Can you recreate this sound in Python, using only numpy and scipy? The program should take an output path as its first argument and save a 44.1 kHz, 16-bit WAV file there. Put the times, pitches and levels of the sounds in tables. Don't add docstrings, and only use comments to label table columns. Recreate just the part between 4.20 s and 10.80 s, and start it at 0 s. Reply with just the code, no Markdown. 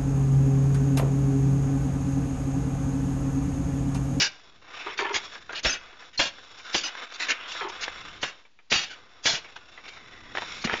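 import sys
import numpy as np
from scipy import signal
from scipy.fft import rfft, irfft
from scipy.io import wavfile
from scipy.ndimage import uniform_filter1d

SR = 44100
rng = np.random.default_rng(int(sys.argv[2]) if len(sys.argv) > 2 else 0)


def dump_mix(stems):
    frames = np.atleast_2d(stems).T
    limited = np.clip(frames, -1, 1)
    pcm = np.round(limited * 32767).astype(np.int16)
    wavfile.write(sys.argv[1], SR, pcm)


N = 291060

TIME = np.arange(N) / SR
AGE = TIME[:SR // 2]
THUD_LAG_S = 0.00575


def undb(db):
    return 10 ** (np.asarray(db) / 20)


def unit(x):
    return x / np.sqrt(np.mean(x ** 2))


def add(track, s, sound):
    start = int(round(s * SR))
    a, b = max(start, 0), min(start + len(sound), N)
    track[a:b] += sound[a - start:b - start]


def lowpass(x, hz):
    return signal.sosfiltfilt(signal.butter(2, hz, fs=SR, output="sos"), x)


def colour(x, points):
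    hz, db = np.transpose(points)
    f = np.maximum(np.fft.rfftfreq(len(x), 1 / SR), 1)
    log_gain = np.log(undb(np.interp(np.log(f), np.log(hz), db)))
    cepstrum = irfft(log_gain, len(x))
    response = np.exp(2 * rfft(cepstrum[:len(x) // 2], len(x)))
    return np.std(x) * unit(irfft(rfft(x) * response, len(x)))


def resonate(x, hz, width):
    r = np.exp(-np.pi * width / SR)
    pole = r * np.exp(2j * np.pi * hz / SR)
    return 2 * np.sqrt(1 - r) * signal.lfilter([1], [1, -pole], x).imag


def contacts(size, rate, spread_db):
    strength = undb(spread_db * np.clip(rng.standard_normal(size), -2, 2))
    struck = rng.random(size) < rate / SR
    return unit(struck * strength * rng.choice([-1, 1], size))


def fade(t60, hold=0):
    return np.exp(-np.log(1000) * np.maximum(AGE - hold, 0) / t60)


def stroke(age, length, attack_s, t60):
    build_up = 1 - np.exp(-np.maximum(age, 0) / attack_s)
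    return build_up * np.exp(-np.log(1000) * np.maximum(age - length, 0) / t60)


def wander(rate):
    knots = rng.standard_normal(N // 100)
    return np.interp(TIME * rate, np.arange(len(knots)), knots)


def sheet(x, t60=0.026, ring_db=-1.0):
    modes = rng.standard_normal(len(AGE)) * fade(t60)
    ring = signal.fftconvolve(x, modes / np.linalg.norm(modes))[:len(x)]
    return np.std(x) * unit(x + undb(ring_db) * ring)


def air():
    # f/Hz, level/dB
    air_colour = [(20, 3), (150, -4.5), (400, -2.5), (1500, -4), (3600, -3), (4500, -5.5), (7400, -14)]
    return undb(-67.5) * colour(rng.standard_normal(N), air_colour)


def rumble():
    # t/s, level/dB
    rumble_level = [(0, -69), (.7, -62), (1.3, -59.5), (1.65, -66), (2.3, -65), (2.85, -75), (3.25, -64.5),
                    (3.8, -54.5), (4.0, -54), (4.3, -81), (4.47, -76), (4.7, -65), (4.95, -67),
                    (5.55, -63.5), (6.05, -54.5), (6.6, -51.5)]
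    lows = [(20, -3.5), (90, -5.5), (200, -9.0), (400, -10.0), (2000, -64.5)]
    level_db = np.interp(TIME, *np.transpose(rumble_level))
    return colour(rng.standard_normal(N), lows) * undb(level_db)


def yard(x, t60=0.38, wet_db=-22):
    build_up = 1 - np.exp(-AGE / 0.044)
    tail = colour(rng.standard_normal(len(AGE)), [(200, 2.0), (2500, -1.0), (7000, -8.5)])
    tail = tail * fade(t60) * build_up
    return x + undb(wet_db) * np.std(x) * unit(signal.fftconvolve(x, tail)[:N])


def slide(grain_db=-5.0, unsteady_db=1.0, flicker_db=2.0, grit_db=-7):
    # f/Hz, level/dB
    slide_colour = [(130, -30.5), (220, -9), (385, -2), (634, -2.5), (1190, 2.5), (1400, 4.5), (2320, 1),
                    (3760, -3), (4300, -11), (5100, -13.5), (5500, -7), (5900, -18.5), (6250, -20),
                    (6980, -16.5), (7400, -20.5), (9620, -51.5), (16300, -120)]
    # start t/s, length/s, level/dB, swell over the push/dB,
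    # treble/dB, resonance level/dB, resonance from f/Hz, to f/Hz
    push_table = [(0.088, 0.33, -60, -9, -2.5, -24, 2020, 1910),
                  (0.415, 0.11, -51.5, 13, -10.5, -18.5, 1770, 2270),
                  (0.537, 0.21, -41.5, -3, -10, -5.5, 2706, 2190),
                  (0.778, 0.21, -44.5, 5, -8.5, -14, 2000, 2000),
                  (0.981, 0.069, -44.5, 8.5, -3.5, -16, 2930, 1850),
                  (1.113, 0.19, -52.5, -13.5, -2, -4, 1690, 1730),
                  (1.54, 0.29, -49.5, -9, -11, -22, 2080, 1970),
                  (1.791, 0.1, -55.5, -5, -1.5, -15, 1970, 1940),
                  (2.079, 0.28, -54, 2, -2.5, -12, 1690, 1596),
                  (2.366, 0.092, -56.5, -3, 4.5, 1.5, 1600, 1477),
                  (2.443, 0.14, -47, 0, -3.5, 1.5, 1427, 1537),
                  (2.671, 0.17, -41, 3, -11.5, -16, 1914, 2470),
                  (2.885, 0.19, -41.5, 8.5, -7.5, -17, 2490, 2695),
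                  (3.113, 0.15, -39, 2, -16.5, -7, 2300, 3050),
                  (3.272, 0.14, -42.5, 0.5, -0.5, -3, 3070, 4010),
                  (3.335, 0.13, -46, 6.5, -24, 6, 1750, 954),
                  (3.507, 0.3, -39.5, 1.5, -10.5, -25, 2520, 2950),
                  (3.839, 0.29, -45.5, -5.5, -9.5, -8.5, 2960, 3200),
                  (4.113, 0.14, -70.5, -2, 2.5, -9, 3040, 2960),
                  (4.738, 0.49, -58.5, -9.5, -7, -15.5, 2000, 1950),
                  (5.177, 0.48, -56, 2.5, -4, -7.5, 2780, 2650),
                  (5.37, 0.08, -73.5, -6, -24, 16.5, 1470, 1425), (5.636, 0.1, -53, 1, -3.5, 2, 2300, 2260),
                  (5.748, 0.48, -50.5, 1.5, -8, -5, 2050, 1882),
                  (6.137, 0.57, -43.5, 6, -2, -5, 2190, 2420)]
    attack_s, t60_s = 0.0085, 0.25
    body_db, pivot_db, body_slope = -7.5, -52, 0.43
    base_width_hz, width_doubling_db = 200, 8

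    bent = TIME + np.cumsum(.03 * wander(rate=12)) / SR
    grain = sheet(contacts(N, rate=7000, spread_db=3.5), t60=0.045, ring_db=-4)
    fine = np.interp(bent, TIME, grain, period=N / SR)
    grit = contacts(N, rate=260, spread_db=3)
    rub = colour(fine + undb(grit_db) * grit, slide_colour)
    body, below_treble = lowpass(rub, 1000), lowpass(rub, 4000)
    lows, middle, treble = unit(body), unit(below_treble - body), unit(rub - below_treble)
    friction = rng.standard_normal(N) + 1j * rng.standard_normal(N)

    out = np.zeros(N)
    for s, length, db, swell_db, treble_db, swish_db, from_hz, to_hz in push_table:
        span = slice(int(s * SR), int(s * SR) + SR)
        age, effort_db = TIME[span] - s, db - pivot_db
        travel = np.minimum(age / length, 1)
        hz = from_hz + (to_hz - from_hz) * travel
        width = min(base_width_hz * 2 ** (effort_db / width_doubling_db), 2000)
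        drive = signal.sosfilt(signal.butter(2, width / 2, fs=SR, output="sos"), friction[span])
        swish = unit((drive * np.exp(2j * np.pi * np.cumsum(hz) / SR)).real)
        grains = undb(grain_db) * middle[span] + undb(treble_db) * treble[span]
        grains = grains + undb(body_db - body_slope * effort_db) * lows[span]
        level = stroke(age, length, attack_s, t60_s) * undb(db + swell_db * (travel - .5))
        out[span] += level * (grains + undb(swish_db) * swish)
    return out * undb(unsteady_db * wander(rate=16) + flicker_db * wander(rate=80))


def rasp(grit_db=-5):
    # start t/s, length/s, level/dB, tilt/dB an octave
    rasp_table = [(0.658, 0.012, -32, 0), (0.793, 0.029, -28, -2), (0.821, .04, -28, 2.5),
                  (0.893, 0.02, -29, 0.5), (0.919, 0.04, -46, 0), (3.404, 0.013, -29, 5),
                  (3.434, 0.022, -32, -1), (3.457, 0.011, -46, 1.5), (6.485, 0.054, -30.5, 6.5)]
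    # f/Hz, width/Hz, level/dB
    plank_modes = [(397, 49, 3), (929, 30, 4), (1096, 70, -2.5), (1330, 76, -0.5), (1460, 50, -9),
                   (1730, 72, -1), (2060, 78, -4), (2400, 340, -1.5), (3104, 57, -8)]
    attack_s, t60_s = 0.0086, 0.23
    pushes = np.array([undb(db) * stroke(TIME - s, length, attack_s, t60_s)
                       for s, length, db, _ in rasp_table])
    tilt_db = np.array(rasp_table)[:, 3][pushes.argmax(axis=0)]
    slips = contacts(N, rate=520, spread_db=4.5)
    grit_colour = [(200, -10.5), (400, 8.0), (2400, -9.0), (3300, 0.5), (4500, -23.5), (8000, -37.0)]
    wood = undb(grit_db + tilt_db) * colour(slips, grit_colour)
    for hz, width, db in plank_modes:
        bent = TIME + np.cumsum(.02 * wander(rate=30)) / SR
        gain = undb(db + tilt_db * np.log2(hz / 1000))
        wood = wood + gain * np.interp(bent, TIME, resonate(slips, hz, width))
    wood = colour(wood, [(150, -29.5), (300, 0.5)])
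    power = uniform_filter1d(wood ** 2, size=1500)
    return wood / np.sqrt(power + 1e-9) * pushes.max(axis=0)


def knocks(clack_db=-14.5, ring_db=-11, tick_db=0.0, tick_t60=0.0037, softness=0.0045):
    # t/s, level/dB, resonance f/Hz, clack t60/s
    knock_table = [(0.667, -19, 1200, 0.19), (0.79, -8.5, 2320, 0.082), (0.792, -13, 1216, 0.093),
                   (0.894, -15.5, 1420, 0.023), (0.944, -13, 2250, 0.077), (0.964, -14.5, 2234, .06),
                   (1.153, -24.5, 1635, 0.13), (1.293, -21.5, 1423, 0.12), (1.305, -23, 1576, 0.12),
                   (1.33, -19.5, 1602, 0.13), (1.455, -10.5, 1880, .05), (1.728, -31, 1152, 0.067),
                   (1.823, -33, 1720, 0.12), (2.0, -10.5, 1004, 0.055), (2.184, -30, 1580, 0.07),
                   (2.398, -31, 2356, 0.14), (2.551, -8.5, 1002, 0.055), (2.752, -22.5, 1590, 0.035),
                   (2.813, -24.5, 2240, 0.029), (2.832, -29.5, 1623, .03), (3.351, -20.5, 1600, 0.028),
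                   (3.42, -17.5, 930, 0.065), (3.499, -19.5, 3570, 0.04), (3.68, -12, 1600, 0.036),
                   (4.031, -10, 2830, .045), (4.045, -16.5, 1133, 0.046), (4.251, -39.5, 2320, .1),
                   (4.389, -37.5, 2340, 0.082), (5.244, -30.5, 2250, 0.3), (5.362, -25, 1540, 0.095),
                   (5.576, -27.5, 1980, 0.13), (5.641, -34.5, 2294, 0.036), (5.657, -28.5, 2100, 0.037),
                   (5.68, -30, 1954, .04), (5.934, -35.5, 1950, 0.069), (6.151, -13, 1507, 0.066),
                   (6.172, -8.5, 1740, 0.034), (6.181, -8.5, 1890, 0.049), (6.22, -15, 953, 0.057),
                   (6.228, -20.5, 1540, 0.052), (6.296, -30.5, 1100, 0.044), (6.441, -14.5, 1153, 0.074),
                   (6.473, -13, 2370, 0.081), (6.497, -6, 1736, 0.013), (6.534, -15, 1850, 0.016),
                   (6.539, -4.5, 1840, 0.025)]
    out = np.zeros(N)
    for s, db, hz, t60 in knock_table:
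        shape = [(120, -25), (330, -4.5), (hz, 0), (3600, -10), (4500, -22), (7400, -30)]
        rise = 1 - np.exp(-AGE / (softness * t60))
        envelope = rise * (fade(t60) + undb(tick_db) * fade(tick_t60))
        clack = colour(contacts(len(AGE), rate=8400, spread_db=-0.5) * envelope, shape)
        ring = np.sin(2 * np.pi * hz * AGE) * rise * fade(t60 / 2)
        add(out, s, undb(db) * (undb(clack_db) * clack + undb(ring_db) * ring))
    return out


def chatter(length, treble_db, rise_s=0.002, ring_db=-12, ring_width=55, bounce_t60=0.41,
            settle_t60=0.11, detune=0.0032, seating_db=1.5, uneven_db=0.8, treble_t60=0.15):
    # f/Hz, level/dB
    bar_modes = [(1500, -21.5), (2346, -7.5), (2805, -6), (3300, -2.5), (3600, -7), (3955, -10), (4250, -7),
                 (4570, -6.5), (4710, -5), (4920, -14.5), (5500, -4), (6100, -10.5), (6320, -14),
                 (6780, -16.5)]
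    # f/Hz, level/dB
    buzz_colour = [(59, -34.5), (100, -19), (184, -19.5), (264, -13.5), (884, -7.5), (1180, -9.5),
                   (1490, -2), (1950, -2), (2850, 0.5), (3470, -2), (4720, -3.5), (6640, -8), (7400, -17),
                   (9620, -59), (16300, -120)]
    force = fade(bounce_t60) * fade(settle_t60, length) * (1 - np.exp(-AGE / rise_s))
    unevenness = undb(uneven_db * wander(rate=90)[:len(AGE)])
    clicks = contacts(len(AGE), rate=4500, spread_db=2.5) * force * unevenness
    buzz = colour(sheet(clicks, ring_db=-1), buzz_colour)
    ring = 0
    for hz, db in bar_modes:
        shift, favour = rng.standard_normal(2)
        mode = unit(resonate(clicks, hz * (1 + detune * shift), ring_width))
        ring = ring + mode * undb(db + seating_db * favour)
    metal = buzz + undb(ring_db) * np.std(buzz) * ring
    metal = colour(metal, [(3000, 0), (4500, treble_db)])
    dull = lowpass(metal, 4000)
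    return dull + (metal - dull) * fade(treble_t60, length * 0.83)


def thud(hz, t60=0.066, ring_db=-4, ring_t60=0.068):
    rise = 1 - np.exp(-AGE / 0.0019)
    shape = [(20, -7), (0.12 * hz, -5), (hz, 0), (2.0 * hz, -7), (800, -15), (3000, -50)]
    push = colour(rng.standard_normal(len(AGE)) * fade(t60, 0.0053) * rise, shape)
    ring = np.sin(2 * np.pi * hz * AGE) * rise * fade(ring_t60, 0.0057)
    return undb(-4.0) * push + undb(ring_db) * ring


def rattles():
    # t/s, level/dB, length/s, treble/dB, rise/s
    rattle_table = [(0.772, -30.5, 0.061, 4, 0.0069), (0.923, -31.5, .016, 8, .011),
                    (0.9405, -22.5, 0.035, 2.5, .0012), (1.32, -41, 0.014, 9.5, 0.0054),
                    (1.346, -29, 0.036, -3.5, 0.011), (1.382, -34, .013, 0, .004),
                    (1.927, -39, 0.031, 0, .02), (2.542, -23.5, 0.0065, 7, 0.0016),
                    (2.633, -27.5, 0.057, -2, .002), (2.935, -39, .024, 6, 0.0045),
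                    (2.993, -23, 0.056, -1.5, .016), (3.081, -20, 0.039, -2.5, .009),
                    (3.105, -22, 0.0029, 1.5, 0.0017), (3.316, -33, 0.0067, -0.5, .002),
                    (3.483, -39.5, 0.019, 6, 0.0036), (3.607, -30.5, 0.023, 5.5, 0.0082),
                    (3.63, -25.5, .0085, 2, 0.0071), (4.631, -32, 0.0087, 8, 0.0037),
                    (4.657, -39, .035, 0.5, 0.012), (4.693, -37.5, 0.055, -5, .0076),
                    (5.023, -47, .02, 11, .012), (5.128, -29, 0.06, 0, .006),
                    (5.356, -41, 0.011, -4.5, 0.0027), (5.677, -40, 0.013, -5.5, 0.0023),
                    (6.409, -36, 0.018, 10, 0.01)]
    # t/s, thud level/dB, thud f/Hz, rattle level/dB
    bump_table = [(0.942, -40, 71, -39), (4.549, -33, 173.2, -47.5), (5.092, -36, 167.5, -33.5),
                  (5.126, -36.5, 159, -37), (6.442, -22, 223, -26.5), (6.524, -25, 326.4, -39)]
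    out = np.zeros(N)
    for s, db, length, treble_db, rise_s in rattle_table:
        rattle = chatter(length, treble_db, rise_s=rise_s, ring_db=-25, settle_t60=0.087, uneven_db=1.5)
        add(out, s, undb(db) * rattle)
    out = colour(out, [(130, -5), (330, 1.5)])
    for s, thud_db, thud_hz, rattle_db in bump_table:
        add(out, s, undb(rattle_db) * chatter(0.013, 2, ring_db=-15.5))
        add(out, s + THUD_LAG_S, undb(thud_db) * thud(thud_hz))
    return out


def clanks(rise_s=0.0013, sag_t60=1.0, release_t60=0.025, waver_hz=32, flutter_db=5.5):
    # t/s, length/s, lower f/Hz, lower level/dB, upper f/Hz, upper level/dB
    clank_table = [(1.353, 0.04, 4330, -40, 5390, -48.5), (1.433, 0.013, 4350, -44.5, 5530, -44),
                   (1.467, 0.035, 3700, -34.5, 5440, -27.5), (1.491, 0.063, 4910, -34, 6210, -35),
                   (1.976, 0.0092, 4220, -25, 5600, -37), (2.02, 0.0098, 4550, -28.5, 6420, -38.5),
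                   (2.554, 0.037, 4880, -31, 6050, -33.5), (2.634, .044, 4930, -32.5, 6100, -37),
                   (4.523, 0.071, 2883, -29.5, 4580, -29.5), (4.527, .06, 3300, -36.5, 6760, -41),
                   (4.618, 0.014, 5100, -39.5, 5997, -37), (5.064, 0.064, 4247, -33, 5550, -32),
                   (5.078, 0.033, 3370, -32.5, 6720, -38)]
    out = np.zeros(N)
    for s, length, lower_hz, lower_db, upper_hz, upper_db in clank_table:
        envelope = stroke(AGE, length, rise_s, release_t60) * fade(sag_t60)
        for hz, db in (lower_hz, lower_db), (upper_hz, upper_db):
            waver, flutter = wander(rate=250)[:len(AGE)], wander(rate=99)[:len(AGE)]
            tone = np.sin(2 * np.pi * np.cumsum(hz + waver_hz * waver) / SR)
            add(out, s, envelope * undb(db + flutter_db * flutter) * tone)
    return out


def blows(crush_s=0.0074, crush_swell_db=3.0, crack_t60=0.052):
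    # t/s, lead-in sizzle level/dB, crack level/dB, thud level/dB, thud f/Hz,
    # chatter level/dB, chatter length/s, chatter treble/dB
    blow_table = [(-.012, -37, -20.5, -29.5, 203, -17, 0.083, 6),
                  (1.447, -29, -17, -19.5, 52, -20.5, .12, 1.5),
                  (1.992, -27.5, -15.5, -31, 296.5, -21.5, .098, 0.5),
                  (2.542, -31.5, -19.5, -28.5, 380, -26, 0.084, 2),
                  (4.029, -34, -23.5, -39, 150, -29.5, 0.072, -1),
                  (4.518, -27.5, -15, -31, 189.5, -18.5, .14, 2),
                  (5.053, -31.5, -20.5, -35, 213, -18, 0.13, 4)]
    # f/Hz, level/dB
    crack_colour = [(100, -6), (250, -4.5), (500, -1.5), (1000, -6), (2200, 1.5), (3500, 1), (4500, -7.5),
                    (7400, -12.5)]
    sizzle_lead_s, sizzle_treble_db = 0.019, 10
    out = np.zeros(N)
    crush = undb(crush_swell_db * np.minimum(AGE / crush_s - 1, 0)) * fade(crack_t60, crush_s)
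    for s, sizzle_db, crack_db, thud_db, thud_hz, chatter_db, length, treble_db in blow_table:
        sizzle = chatter(sizzle_lead_s, sizzle_treble_db, rise_s=0.0089, ring_db=-10.0, settle_t60=.035)
        crack = colour(contacts(len(AGE), rate=9000, spread_db=7.5) * crush, crack_colour)
        add(out, s - sizzle_lead_s, undb(sizzle_db) * sizzle)
        add(out, s, undb(crack_db) * crack)
        add(out, s + THUD_LAG_S, undb(thud_db) * thud(thud_hz))
        add(out, s + .002, undb(chatter_db) * chatter(length, treble_db))
    return out


def scene():
    impacts = blows() + clanks() + rattles() + knocks() + rasp()
    return (yard(impacts) + slide() + air() + rumble())[None]


def record(dry):
    ceiling, offset, top_hz = 0.38, -.0016, 7290
    rounded = ceiling * np.tanh(dry / ceiling)
    narrow_band = signal.ellip(12, .3, 70, top_hz, fs=SR, output="sos")
    return offset + signal.sosfilt(narrow_band, rounded)


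dry = scene()
out = record(dry)
dump_mix(out)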